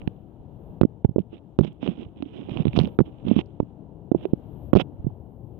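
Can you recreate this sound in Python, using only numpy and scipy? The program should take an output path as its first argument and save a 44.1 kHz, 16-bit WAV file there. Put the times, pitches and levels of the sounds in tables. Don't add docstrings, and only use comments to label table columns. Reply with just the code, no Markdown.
import sys
import numpy as np
from scipy import signal
from scipy.fft import rfft, irfft, next_fast_len
from scipy.io import wavfile
from scipy.ndimage import uniform_filter1d, minimum_filter1d

SR = 44100
rng = np.random.default_rng(int(sys.argv[2]) if len(sys.argv) > 2 else 0)


def to_wav(sig):
    pcm = np.clip(np.atleast_2d(sig), -1, 1) * 32767
    pcm = np.round(pcm).astype(np.int16)
    wavfile.write(sys.argv[1], SR, pcm.T)


def natural_amplitude(level_db):
    exponent = np.asarray(level_db, float) / 20
    return 10 ** exponent


N = 246519

# (time [s], level [dB])
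SURGE = [(0, -46), (.25, -51), (.6, -49), (.77, -43.5), (.85, -46.5), (1.05, -52.5), (1.45, -51),
         (1.8, -52.5), (2.0, -49.5), (2.2, -52.5), (2.55, -48), (2.85, -41), (3.0, -48), (3.3, -46),
         (3.5, -49.5), (4.3, -45.5), (4.75, -46), (5.59, -48)]
# (frequency [Hz], level [dB per Hz])
LEFT_TONE = [(25, -19.5), (60, -1.5), (130, 1.5), (300, -8.5), (600, -22), (1000, -34.5), (1500, -48.5),
             (2100, -58), (2900, -60), (4500, -80), (9500, -75.5), (12200, -54), (15000, -57)]
RIGHT_TONE = [(25, -9.5), (50, 3.5), (150, 4), (400, -7), (750, -5.5), (950, -8), (1150, -32.5),
              (2100, -46), (2900, -29.5), (3700, -37), (4800, -52), (15000, -57)]
# (frequency [Hz], likeness [0-1])
LIKENESS = [(60, 0.93), (110, 0.93), (250, 0.7), (700, 0.9), (1200, 0.019)]
# (time [s], level [dB])
OPENING = [(0, 4.5), (.75, 0.5), (.9, 0), (1.5, 2), (3.5, 3), (4.0, -2.5), (4.4, 3.5), (4.75, 1),
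           (4.9, 0.5), (5.5, -4), (5.59, 1.5)]
# (peak time [s], half width [s], level [dB])
FOAM = [
    (0, 0.34, -86.5),
    (0.689, 0.14, -80.5),
    (2.55, 0.11, -87.5),
    (2.879, 0.18, -76),
    (4.35, 0.19, -84.5),
    (4.62, 0.13, -76.5),
    (5.35, 1, -84),
]
# (time [s], half width [s], level [dB])
SPRAY = [
    (4.7655, .0015, -72),
    (4.7715, .001, -72),
    (4.805, .0015, -59),
    (4.808, .002, -55),
    (4.817, .002, -58),
]
# (time [s], level [dB], length [ms])
PUSHES = [
    (0.023, -26, 5.3),
    (0.394, -31, 20),
    (0.588, -45, 4.3),
    (0.692, -29, 11.4),
    (2.061, -23.5, 5),
    (4.738, -21.5, 7.7),
    (4.934, -29, 12),
    (4.994, -20.5, 10.7),
    (5.0658, -11, 3.26),
]
# (start [s], length [s], grit at start [dB], grit at end [dB])
STROKES = [(0, 0.02, -64, -71), (0.017, 0.22, -82, -85.5), (1.204, 0.018, -72.5, -75),
           (1.336, 0.055, -57, -72.5), (1.622, .008, -71, -57), (1.641, 0.013, -49.5, -45.5),
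           (1.673, 0.041, -50.5, -80), (1.73, .07, -80, -81), (1.827, 0.087, -48.5, -51.5),
           (1.915, 0.054, -57.5, -68), (1.986, 0.056, -55, -57.5), (2.055, 0.1, -73, -88),
           (2.173, 0.059, -63.5, -72), (2.261, 0.054, -59, -68), (2.333, 0.1, -57, -58.5),
           (2.438, 0.073, -65, -54), (2.502, 0.11, -54.5, -48.5), (2.602, 0.023, -53, -49.5),
           (1.952, .025, -64.5, -58.5), (2.037, 0.017, -60, -63), (1.7, .025, -70, -69),
           (4.808, 0.012, -39.5, -45), (2.744, 0.021, -55.5, -47.5), (2.433, 0.052, -58.5, -67),
           (2.3, .03, -72, -72), (4.38, 0.25, -86, -86.5), (0.615, 0.11, -89, -88), (2.642, 0.1, -65, -65),
           (2.728, 0.038, -57.5, -54), (2.81, 0.082, -51.5, -61), (2.898, 0.052, -71, -73.5),
           (3.06, 0.043, -59.5, -68.5), (3.126, 0.049, -70, -78.5), (3.185, 0.043, -72, -71),
           (3.253, 0.034, -61.5, -49), (3.285, 0.062, -51.5, -50.5), (3.353, 0.054, -54.5, -40.5),
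           (3.423, 0.28, -77, -86), (4.173, 0.078, -69.5, -56), (4.26, 0.11, -79, -82.5),
           (4.786, 0.023, -49, -28.5)]
# (frequency [Hz], width [Hz], level [dB])
GRIT_MODES = [(650, 517, 11.5), (2590, 1110, 4.5), (3487, 1300, 3)]
# (time [s], peak [dB], bright edge [dB])
TICKS = [(.017, -43, -42), (.0762, -34.5, -54), (.8136, -41.5, -10.5), (1.1913, -47, -24.5),
         (1.3808, -53.5, -43), (1.5884, -34, -25.5), (1.6092, -39, -49), (1.6468, -38, -66.5),
         (1.8267, -52, -58), (1.8761, -31, -57), (2.04, -55, -46), (2.2239, -37, -41.5),
         (2.4942, -34.5, -45), (2.5722, -28, -56.5), (2.6807, -30, -58), (2.7321, -35, -41),
         (2.7663, -29.5, -46.5), (2.7708, -29, -44.5), (2.7897, -21.5, -45.5), (2.8479, -35, -48),
         (2.8729, -43, -29.5), (2.9886, -34, -43), (3.391, -25.5, -67.5), (3.4118, -34, -50),
         (4.2538, -34, -53.5), (4.7332, -25.5, -23.5), (4.7651, -27.5, -34.5), (4.8025, -29.5, -46.5),
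         (4.8066, -30, -37), (4.8158, -28, -50.5)]
# (time [s], peak [dB])
RATTLE = [(2.631, -44), (2.653, -31.5), (2.669, -36), (2.753, -42), (2.7616, -30), (2.774, -30),
          (2.792, -34), (2.7999, -27), (2.804, -30), (2.8124, -31.5), (2.826, -39.5), (2.835, -42),
          (2.855, -38.5), (3.283, -34.5), (3.302, -46.5), (3.3633, -32.5), (3.366, -37.5), (3.406, -39),
          (3.602, -45), (1.634, -37), (1.637, -40.5), (1.6531, -46), (1.668, -46.5), (1.68, -54),
          (1.834, -41), (1.864, -35.5), (1.89, -48.5), (1.937, -53), (1.955, -56), (2.031, -48.5),
          (3.2524, -53.5), (4.159, -54.5), (4.7525, -35), (4.7605, -28.5), (4.77, -31), (4.7765, -31.5),
          (4.789, -38)]
# (time [s], peak [dB], frequency [Hz])
CRACKS = [(0.0757, -26, 2480), (.0757, -31, 1560), (.834, -43, 3300), (.8518, -45, 2900), (.818, -49, 3200),
          (2.9895, -33, 2300), (.8134, -22, 2570), (0.8132, -39.5, 4370), (1.0455, -42, 2770),
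          (2.991, -26, 1500), (2.989, -20.5, 1960), (3.6, -39.5, 2300), (3.6295, -56, 2600),
          (3.0065, -40, 2900), (3.0125, -54, 2900), (3, -61, 2900), (3.7, -65, 2750), (2.632, -44.5, 2500),
          (1.048, -59, 1750), (1.5898, -30, 5200), (1.647, -41, 5000), (2.2243, -32.5, 3160),
          (2.764, -32.5, 5000), (2.7672, -34.5, 5000), (2.772, -38.5, 5220), (2.7762, -37.5, 5000),
          (2.79, -10, 3500), (2.795, -36, 5000), (2.801, -37, 4930), (2.8133, -37.5, 4800),
          (2.826, -50, 5380), (2.834, -39.5, 4880), (2.848, -36, 3700), (2.874, -43, 4500),
          (3.393, -55.5, 4600), (3.46, -52, 4900), (4.7526, -31, 4230), (4.771, -30, 5200)]
# (time [s], peak [dB])
CHIPS = [(.8130, -47), (1.8860, -57), (2.4940, -59), (2.7330, -52), (2.7530, -57), (2.7897, -46),
         (2.8060, -53), (2.8265, -50.5), (2.8550, -57), (2.9895, -50.5), (2.9905, -54), (3.0045, -59.5),
         (3.3910, -55), (3.4135, -57.5), (4.7655, -48), (4.7770, -54.5), (4.8066, -48), (4.8165, -50)]
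# (time [s], peak [dB], frequency [Hz])
TAPS = [(.0758, -29.5, 730), (1.0475, -21.5, 840), (1.0925, -46.5, 807), (1.1605, -42.5, 780),
        (1.183, -30.5, 800), (1.5885, -28.5, 828), (3.6022, -21.5, 885), (2.7315, -35, 600),
        (2.875, -27, 510), (4.8022, -22, 685), (2.7655, -19.5, 749.5), (3.3635, -29.5, 642),
        (4.1172, -23.5, 652), (4.1475, -19, 730), (4.334, -32.5, 695), (5.0435, -42, 757),
        (5.0668, -35, 684), (5.1012, -40, 800), (5.1048, -48, 770)]
# (time [s], contact force [dB], housing frequency [Hz])
CLACKS = [(0.0751, -17, 1490), (0.811, -32, 1370), (0.8329, -4.5, 970), (1.0474, -11.5, 890),
          (1.0472, -25, 815), (1.1604, -29, 950), (1.182, -37, 946), (1.5883, -34, 1220), (2.224, -10, 637),
          (2.9891, 3.5, 1000), (3.004, -4, 905), (1.829, -4, 530), (1.876, -5.5, 590), (2.5718, -22, 547),
          (2.5969, -10.5, 517), (2.7622, 1.5, 610), (2.7663, 1.5, 624), (2.7899, 2.5, 671),
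          (2.8748, -8, 480), (3.39, -3, 680), (3.413, -27, 698), (4.116, -24, 812), (4.334, -29.5, 700),
          (4.1465, -32, 738), (4.7317, -3, 1220), (4.7517, -21, 980), (4.759, -11, 890), (4.7705, -38, 904),
          (4.7982, 8, 508), (4.8032, -11, 595)]
# (time [s], blow [dB], membrane frequency [Hz])
NUDGES = [(1.1092, -24.5, 143), (1.1904, -15, 222), (1.2005, -13, 183), (2.259, -25.5, 278),
          (2.401, -24, 292), (2.422, -32, 290), (2.384, -38, 283.5), (1.836, -23, 260), (1.845, -24, 250),
          (1.993, -22.5, 240), (2.061, -28, 170), (2.737, -21, 200), (4.8158, -18, 170),
          (1.675, -20.5, 200), (2.392, -28.5, 283), (2.346, -39, 260), (2.496, -24, 220), (2.534, -33, 250),
          (4.1226, -19.5, 306), (4.157, -15.5, 173), (1.6502, -17, 172), (1.8287, -18, 250),
          (1.8604, -21.5, 510), (1.875, -14.5, 340), (1.9138, -23.5, 215), (2.5155, -21, 120),
          (2.571, -19, 144), (2.7511, -14.5, 245), (2.7893, -7, 162), (2.7981, -7, 145.6),
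          (3.2491, -19, 211), (3.2653, -12.5, 205.4), (3.282, -12, 213.4), (3.292, -13.5, 214),
          (3.3225, -12, 214), (3.3257, -18.5, 233), (2.867, -16, 201), (3.4002, -24, 199), (4.78, -12, 175),
          (4.7938, -15.5, 297), (5.0438, -17, 106.2), (2.202, -26.5, 273)]
# (time [s], blow [dB], contact [ms], membrane frequency [Hz], ring time to -60 dB [s])
BOUNCES = [(0.8176, -12, 1.54, 310, 0.026), (0.838, -14, 2, 200, 0.0057), (1.0527, -7.5, 3.5, 100, 0.02),
           (1.166, -25, 1.1, 300, 0.045), (1.1873, -14, 1.43, 343, 0.03), (1.5936, -7, 2.1, 380, 0.025),
           (1.615, -15.5, 2.2, 169, 0.0096), (2.6582, -19.5, 2.82, 240, 0.03),
           (2.6741, -23, 1.7, 216, 0.028), (2.9941, -12.5, 1.25, 302, 0.018), (2.9915, -7, 2, 496, 0.004),
           (3.0094, -7, 2.33, 196.5, 0.0045), (3.6079, -28.5, 2, 300, 0.098),
           (4.1221, -14, 2.17, 333, .025), (4.3394, -22.5, 2.05, 139.2, 0.0066),
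           (4.7369, -7, 1.43, 137, 0.012), (4.765, -4.5, 2.3, 141, 0.0035), (4.7745, -8.5, 1.9, 142, 0.018)]
# (time [s], blow [dB], contact [ms], membrane frequency [Hz], ring time to -60 dB [s])
RINGS = [(0.0748, -9, 3.18, 148, 0.012), (.85, -2.5, 2.53, 244, 0.015), (1.0508, -3.5, 3.27, 110.5, 0.011),
         (1.6214, -15.5, 3.2, 158, 0.2), (1.886, -11, 2.1, 189, 0.071), (2.2243, -16, 3, 288, 0.044),
         (2.598, -15, 2.1, 200, 0.01), (2.602, -8, 3, 154.5, 0.047), (2.6803, -9.5, 2.9, 126, 0.05),
         (2.7632, -14, 1, 169, 0.068), (2.7887, -2, 1.9, 382, 0.006), (2.811, -5.5, 4.1, 157.6, 0.049),
         (2.837, -10, 2.4, 206.4, 0.053), (3.0113, -4.5, 2.8, 162, 0.036), (3.313, -1.1, 1.5, 228, 0.046),
         (3.3626, -3, 3.05, 229, 0.031), (3.3759, -11, 2.2, 182.4, 0.074), (3.387, -10, 3.7, 332, 0.031),
         (4.116, -2.5, 1.84, 259, 0.014), (4.147, -3.5, 1.6, 340, 0.028), (4.2533, -10, 1.01, 376, 0.037),
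         (4.7354, -0.5, 2.9, 450, 0.00075), (4.763, -7.5, 0.85, 350, 0.015),
         (5.0676, -11, 2.28, 132, 0.052)]
# (time [s], blow [dB], contact [ms], membrane frequency [Hz], rebound [share of the blow])
SNAPS = [(0.812, -2.5, 1.86, 158, 1.64), (0.832, -4.5, 3.14, 252, 1.1), (1.0462, -5, 3.05, 182, 0.69),
         (1.0887, -16, 5.8, 151.5, 1.1), (1.1599, -4.5, 2.67, 423, 0.26), (1.182, -5, 2.47, 397, 0.35),
         (1.5876, -5.5, 2.85, 195, 2.02), (1.6081, -4, 4.4, 175, 0.46), (2.6534, -8, 3, 163.5, 0.74),
         (2.6681, -7, 3.3, 168, 0.29), (2.7736, -8.5, 3.9, 212, 1.66), (2.9884, -3.5, 2.8, 271, 1.44),
         (3.0035, -3.5, 2.9, 236, 0.25), (3.601, -7.5, 1.698, 291, 1.05), (3.6273, -17, 4, 269, 0.31),
         (4.3332, -2.5, 2.92, 215.3, 0.13), (4.7318, -2, 1.84, 184, 1.25), (4.752, -19, 0.96, 245, 12.8),
         (4.7593, -1.3, 2.34, 121, 1.12), (4.7701, 0.1, 1.77, 193, 0.034)]


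def rms_one(x):
    return x / np.sqrt(np.mean(x ** 2) + 1e-20)


def in_time(rows, outside=None):
    s, *columns = np.transpose(rows)
    t = np.arange(N) / SR
    return [np.interp(t, s, column, outside, outside) for column in columns]


def at_hz(points, hz):
    table_hz, values = np.transpose(points)
    return np.interp(np.log(hz + 1), np.log(table_hz), values)


def drift(rate_hz):
    r = np.exp(-2 * np.pi * rate_hz * 40 / SR)
    noise = rng.standard_normal(N // 40 + 2002)
    slow = signal.lfilter([1], [1, -2 * r, r * r], noise)[2000:]
    return np.interp(np.arange(N) / 40, np.arange(len(slow)), rms_one(slow))


def cut(x, hz, kind, order=2):
    return signal.sosfilt(signal.butter(order, hz, kind, fs=SR, output="sos"), x)


def resonate(x, hz, width_hz):
    r = np.exp(-np.pi * width_hz / SR)
    top = np.array([1, 0, -1]) * (1 - r * r) / 2
    bottom = [1, -2 * r * np.cos(2 * np.pi * hz / SR), r * r]
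    return signal.lfilter(top, bottom, x + 1e-18)


def resonate_twice(x, hz, width_hz):
    return resonate(resonate(x, hz, width_hz), hz, width_hz)


def bump(u):
    return np.sin(np.pi * np.clip(u, 0, 1)) ** 2


def bells(rows):
    t = np.arange(N) / SR
    return sum(natural_amplitude(db) * np.exp(-((t - s) / width) ** 2) for s, width, db in rows)


def add(out, s, piece):
    at = int(round(s * SR))
    out[at:at + len(piece)] += piece[:N - at]


def add_peak(out, s, db, piece):
    add(out, s, natural_amplitude(db) * piece / np.abs(piece).max())


def preamp_hiss():
    return natural_amplitude(-92.0) * rng.standard_normal((2, N))


def foam():
    calm_db = -94.5
    return natural_amplitude(calm_db) + bells(FOAM)


def wash():
    patchy_db, lumpy_db = 0.7, 2.0
    size = next_fast_len(N)
    hz = np.arange(size // 2 + 1) * SR / size
    shared, own = rfft(rng.standard_normal((2, size)))
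    alike = np.clip(at_hz(LIKENESS, hz), 0, 1)
    partly_shared = alike * shared + np.sqrt(1 - alike ** 2) * own
    ports = [shared * natural_amplitude(at_hz(LEFT_TONE, hz)), partly_shared * natural_amplitude(at_hz(RIGHT_TONE, hz))]
    edges = [0, 70, 140, 280, 560, 1100, 2200, 8000, SR]
    bands = np.array([[irfft(port * ((hz >= low) & (hz < high)), size)[:N]
                       for low, high in zip(edges, edges[1:])] for port in ports])
    together = drift(3.1)
    for k in range(len(edges) - 1):
        depth_db = lumpy_db if k < 2 else patchy_db
        bands[:, k] *= natural_amplitude(depth_db * (0.87 * together + drift(4.7)))
    bands[:, 5:7] *= natural_amplitude(in_time(OPENING)[0])

    wash_db, = in_time(SURGE)
    rumble_db = -41.0 + (wash_db + 48)
    rumble = natural_amplitude(rumble_db) * rms_one(bands[0, :3].sum(0))
    middle = natural_amplitude(wash_db) * rms_one(bands[0, 3:7].sum(0))
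    fizz = foam() * rms_one(resonate(bands[0, 7], 12200.0, 1500.0))
    right_db = -56 + 0.88 * (wash_db + 52.5)
    right = natural_amplitude(right_db) * rms_one(bands[1].sum(0))
    return np.array([rumble + middle + fizz, right])


def ducking(loud):
    deepest_db, ahead_s, release_db_s = 6, 0.019, 91.5
    depth_db = deepest_db * np.clip((np.abs(loud) - .5) / .4, 0, 1)
    ramp = release_db_s * np.arange(N) / SR
    held = np.maximum.accumulate(depth_db + ramp) - ramp
    lead = int(ahead_s * SR)
    early = -minimum_filter1d(-held, size=lead, origin=-(lead // 2))
    return natural_amplitude(-uniform_filter1d(early, size=300))


def spray():
    return bells(SPRAY) * rms_one(cut(rng.standard_normal(N), 11500.0, "high", order=4))


def bright(clicks):
    return cut(resonate_twice(clicks, 4450.0, 2400.0), 6600.0, "low", order=4)


def through_port(clicks):
    modes = np.zeros(len(clicks))
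    for k, (hz, width, db) in enumerate(GRIT_MODES):
        modes += natural_amplitude(db) * resonate_twice(clicks, hz, width) * (-1) ** k
    shoulder = resonate_twice(clicks, 4500.0, 2100.0)
    return cut(modes, 3950.0, "low", order=4) + natural_amplitude(-34.5) * shoulder


def strokes():
    rise_db_s, fall_db_s, drop_db = 904, 1899.5, 50
    levels = []
    for s, length, start_db, end_db in STROKES:
        end = s + max(length, .001)
        shape = [(s - drop_db / rise_db_s, start_db - drop_db), (s, start_db),
                 (end, end_db), (end + drop_db / fall_db_s, end_db - drop_db)]
        levels.append(in_time(shape, outside=-140)[0])
    return np.max(levels, axis=0)


def grinding():
    grit_db = strokes()
    sizes = natural_amplitude(3 * np.minimum(rng.exponential(1, N), 5)) * rng.choice([-1, 1], N)
    fine = sizes * (rng.random(N) < 9000 / SR) * natural_amplitude(2.6 * drift(40))
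    shards = (rng.random(N) < 440 / SR) * rng.standard_normal(N)
    grains = fine / fine.std() + natural_amplitude(19) * shards
    low_shoulder = rms_one(resonate_twice(grains, 1700.0, 460))
    heart = rms_one(resonate_twice(grains, 2950, 800.0))
    colour = rms_one(through_port(grains)) + natural_amplitude(-12.5) * low_shoulder + natural_amplitude(-9) * heart
    grit = natural_amplitude(grit_db + 5.0) * colour
    rasp = natural_amplitude(-70.0 + 1.3 * (grit_db + 50)) * rms_one(bright(grains))

    slips = sizes * (rng.random(N) < 330 / SR) * rng.choice([-1, 1], N)
    tone = rng.integers(0, 6, N)
    rings = sum(resonate(slips * (tone == k), hz, 82.0)
                for k, hz in enumerate(np.geomspace(150.0, 340.0, 6)))
    rumble_db = np.minimum(-36.5 + 0.93 * (grit_db + 58.0), -30.0)
    rumble = uniform_filter1d(natural_amplitude(rumble_db), size=400) * rms_one(cut(rings, 590.0, "low"))
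    return grit + rasp + rumble


def ticks():
    crumble_s, edge_s = .0009, .0003
    body, edge, t = np.zeros(N), np.zeros(N), np.arange(400) / SR
    blow_edge_db = -43.5
    rows = list(TICKS)
    for s, db, *_ in list(SNAPS) + list(RINGS):
        rows.append((s + 0.00076, 7.2 * db - 30.5, blow_edge_db))
    rows += [(s, db, blow_edge_db) for s, db in RATTLE]
    crumbs = rng.standard_normal((len(rows), 400)) * natural_amplitude(-12) * np.exp(-t / crumble_s)
    crumbs[:, 0] = 1
    for (s, db, edge_db), crumb in zip(rows, crumbs):
        add(body, s, natural_amplitude(db + 21.0) * crumb)
        add(edge, s, natural_amplitude(db + edge_db + 29.0) * crumb * np.exp(-t / edge_s))
    grit = through_port(body) + natural_amplitude(-19.5) * bright(body)
    return grit + resonate_twice(edge, 12400.0, 4500.0) + natural_amplitude(-12.0) * cut(edge, 4500.0, "high")


def cracks():
    sharpness = 2.0
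    out, click = np.zeros(N), 1.0 * (np.arange(200) == 0)
    for s, db, hz in CRACKS:
        piece = cut(resonate_twice(click, hz, hz / sharpness), 4300.0, "low", order=4)
        add_peak(out, s, db, piece)
    return out


def chips():
    out, splinter = np.zeros(N), bright(1.0 * (np.arange(900) == 0))
    for s, db in CHIPS:
        add_peak(out, s, db, splinter)
    return out


def taps():
    contact_ms, sharpness = 1, 3
    out, t = np.zeros(N), np.arange(900) / SR
    force = bump(t * 1000 / contact_ms)
    for s, db, hz in TAPS:
        add_peak(out, s, db, resonate_twice(force, hz, hz / sharpness))
    return out


def clacks():
    contact_ms, sharpness, upper_ratio = 0.44, 3.5, 2.3
    out, t = np.zeros(N), np.arange(900) / SR
    force = bump(t * 1000 / contact_ms)
    for s, db, hz in CLACKS:
        lower = resonate(force, hz, hz / sharpness)
        upper = natural_amplitude(-22) * resonate(force, upper_ratio * hz, hz / sharpness)
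        add(out, s, natural_amplitude(db - 2.5) * (lower - upper))
    return out


def blows():
    rows = []
    for s, db, ms, hz, rebound in SNAPS:
        rows.append((s, db, ms, hz, 0.0065, rebound))
        if db > -8.0:
            rows.append((s + 0.0047 + 0.0016, db - 29.5, 2.5, 340.0, 0.041, 0))
    rows += [tuple(row) + (0,) for row in BOUNCES]
    rows += [(s, db, 3.32, hz, 0.035, 0) for s, db, hz in NUDGES]
    rows += [tuple(row) + (0.05,) for row in RINGS]
    return rows


def knocks():
    mic_cut_hz, dull_hz = 70.0, 1300.0
    snap_s, settle_s = .0008, .0025
    out, t = np.zeros(N), np.arange(4800) / SR
    for s, db, ms, hz, ring_s, rebound in blows():
        contact = ms / 1000
        swing = -resonate(bump(t / contact), hz, np.log(1000) / np.pi / ring_s)
        since = t - .7 * contact
        rise = snap_s * (2 if db < -12 and ms > 3 else 1)
        snap = bump(np.minimum(since / rise, 1) / 2) * np.exp(-np.maximum(since - rise, 0) / settle_s)
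        piece = swing / np.abs(swing).max() + rebound * cut(snap, mic_cut_hz, "high")
        piece = natural_amplitude(db) * piece
        if db < -6.8 and ms > 1.3:
            s = s - .0003
            piece = cut(piece, dull_hz, "low", order=4)
        add(out, s, piece)
    for s, db, ms in PUSHES:
        push = cut(bump(t * 1000 / ms), 45.0, "high")
        add(out, s, natural_amplitude(db) * cut(push, dull_hz, "low"))
    return out


def scene():
    thuds, stone, grit = knocks(), clacks(), ticks()
    leak = natural_amplitude(-50) * cut(thuds, 500.0, "high") + natural_amplitude(-36.5) * stone + natural_amplitude(-47) * grit
    right = thuds + taps() + chips() + stone + grit + cracks() + grinding() + spray()
    background = (wash() + preamp_hiss()) * ducking(thuds)
    return background + np.array([leak, right])


def roll_off(x):
    return signal.sosfilt(signal.butter(12, 15800, fs=SR, output="sos"), x)


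def record(dry):
    knee, room = .65, .34
    over = np.maximum(np.abs(dry) - knee, 0)
    limited = dry - np.sign(dry) * (over - room * np.tanh(over / room))
    return roll_off(limited)


dry = scene()
out = record(dry)
to_wav(out)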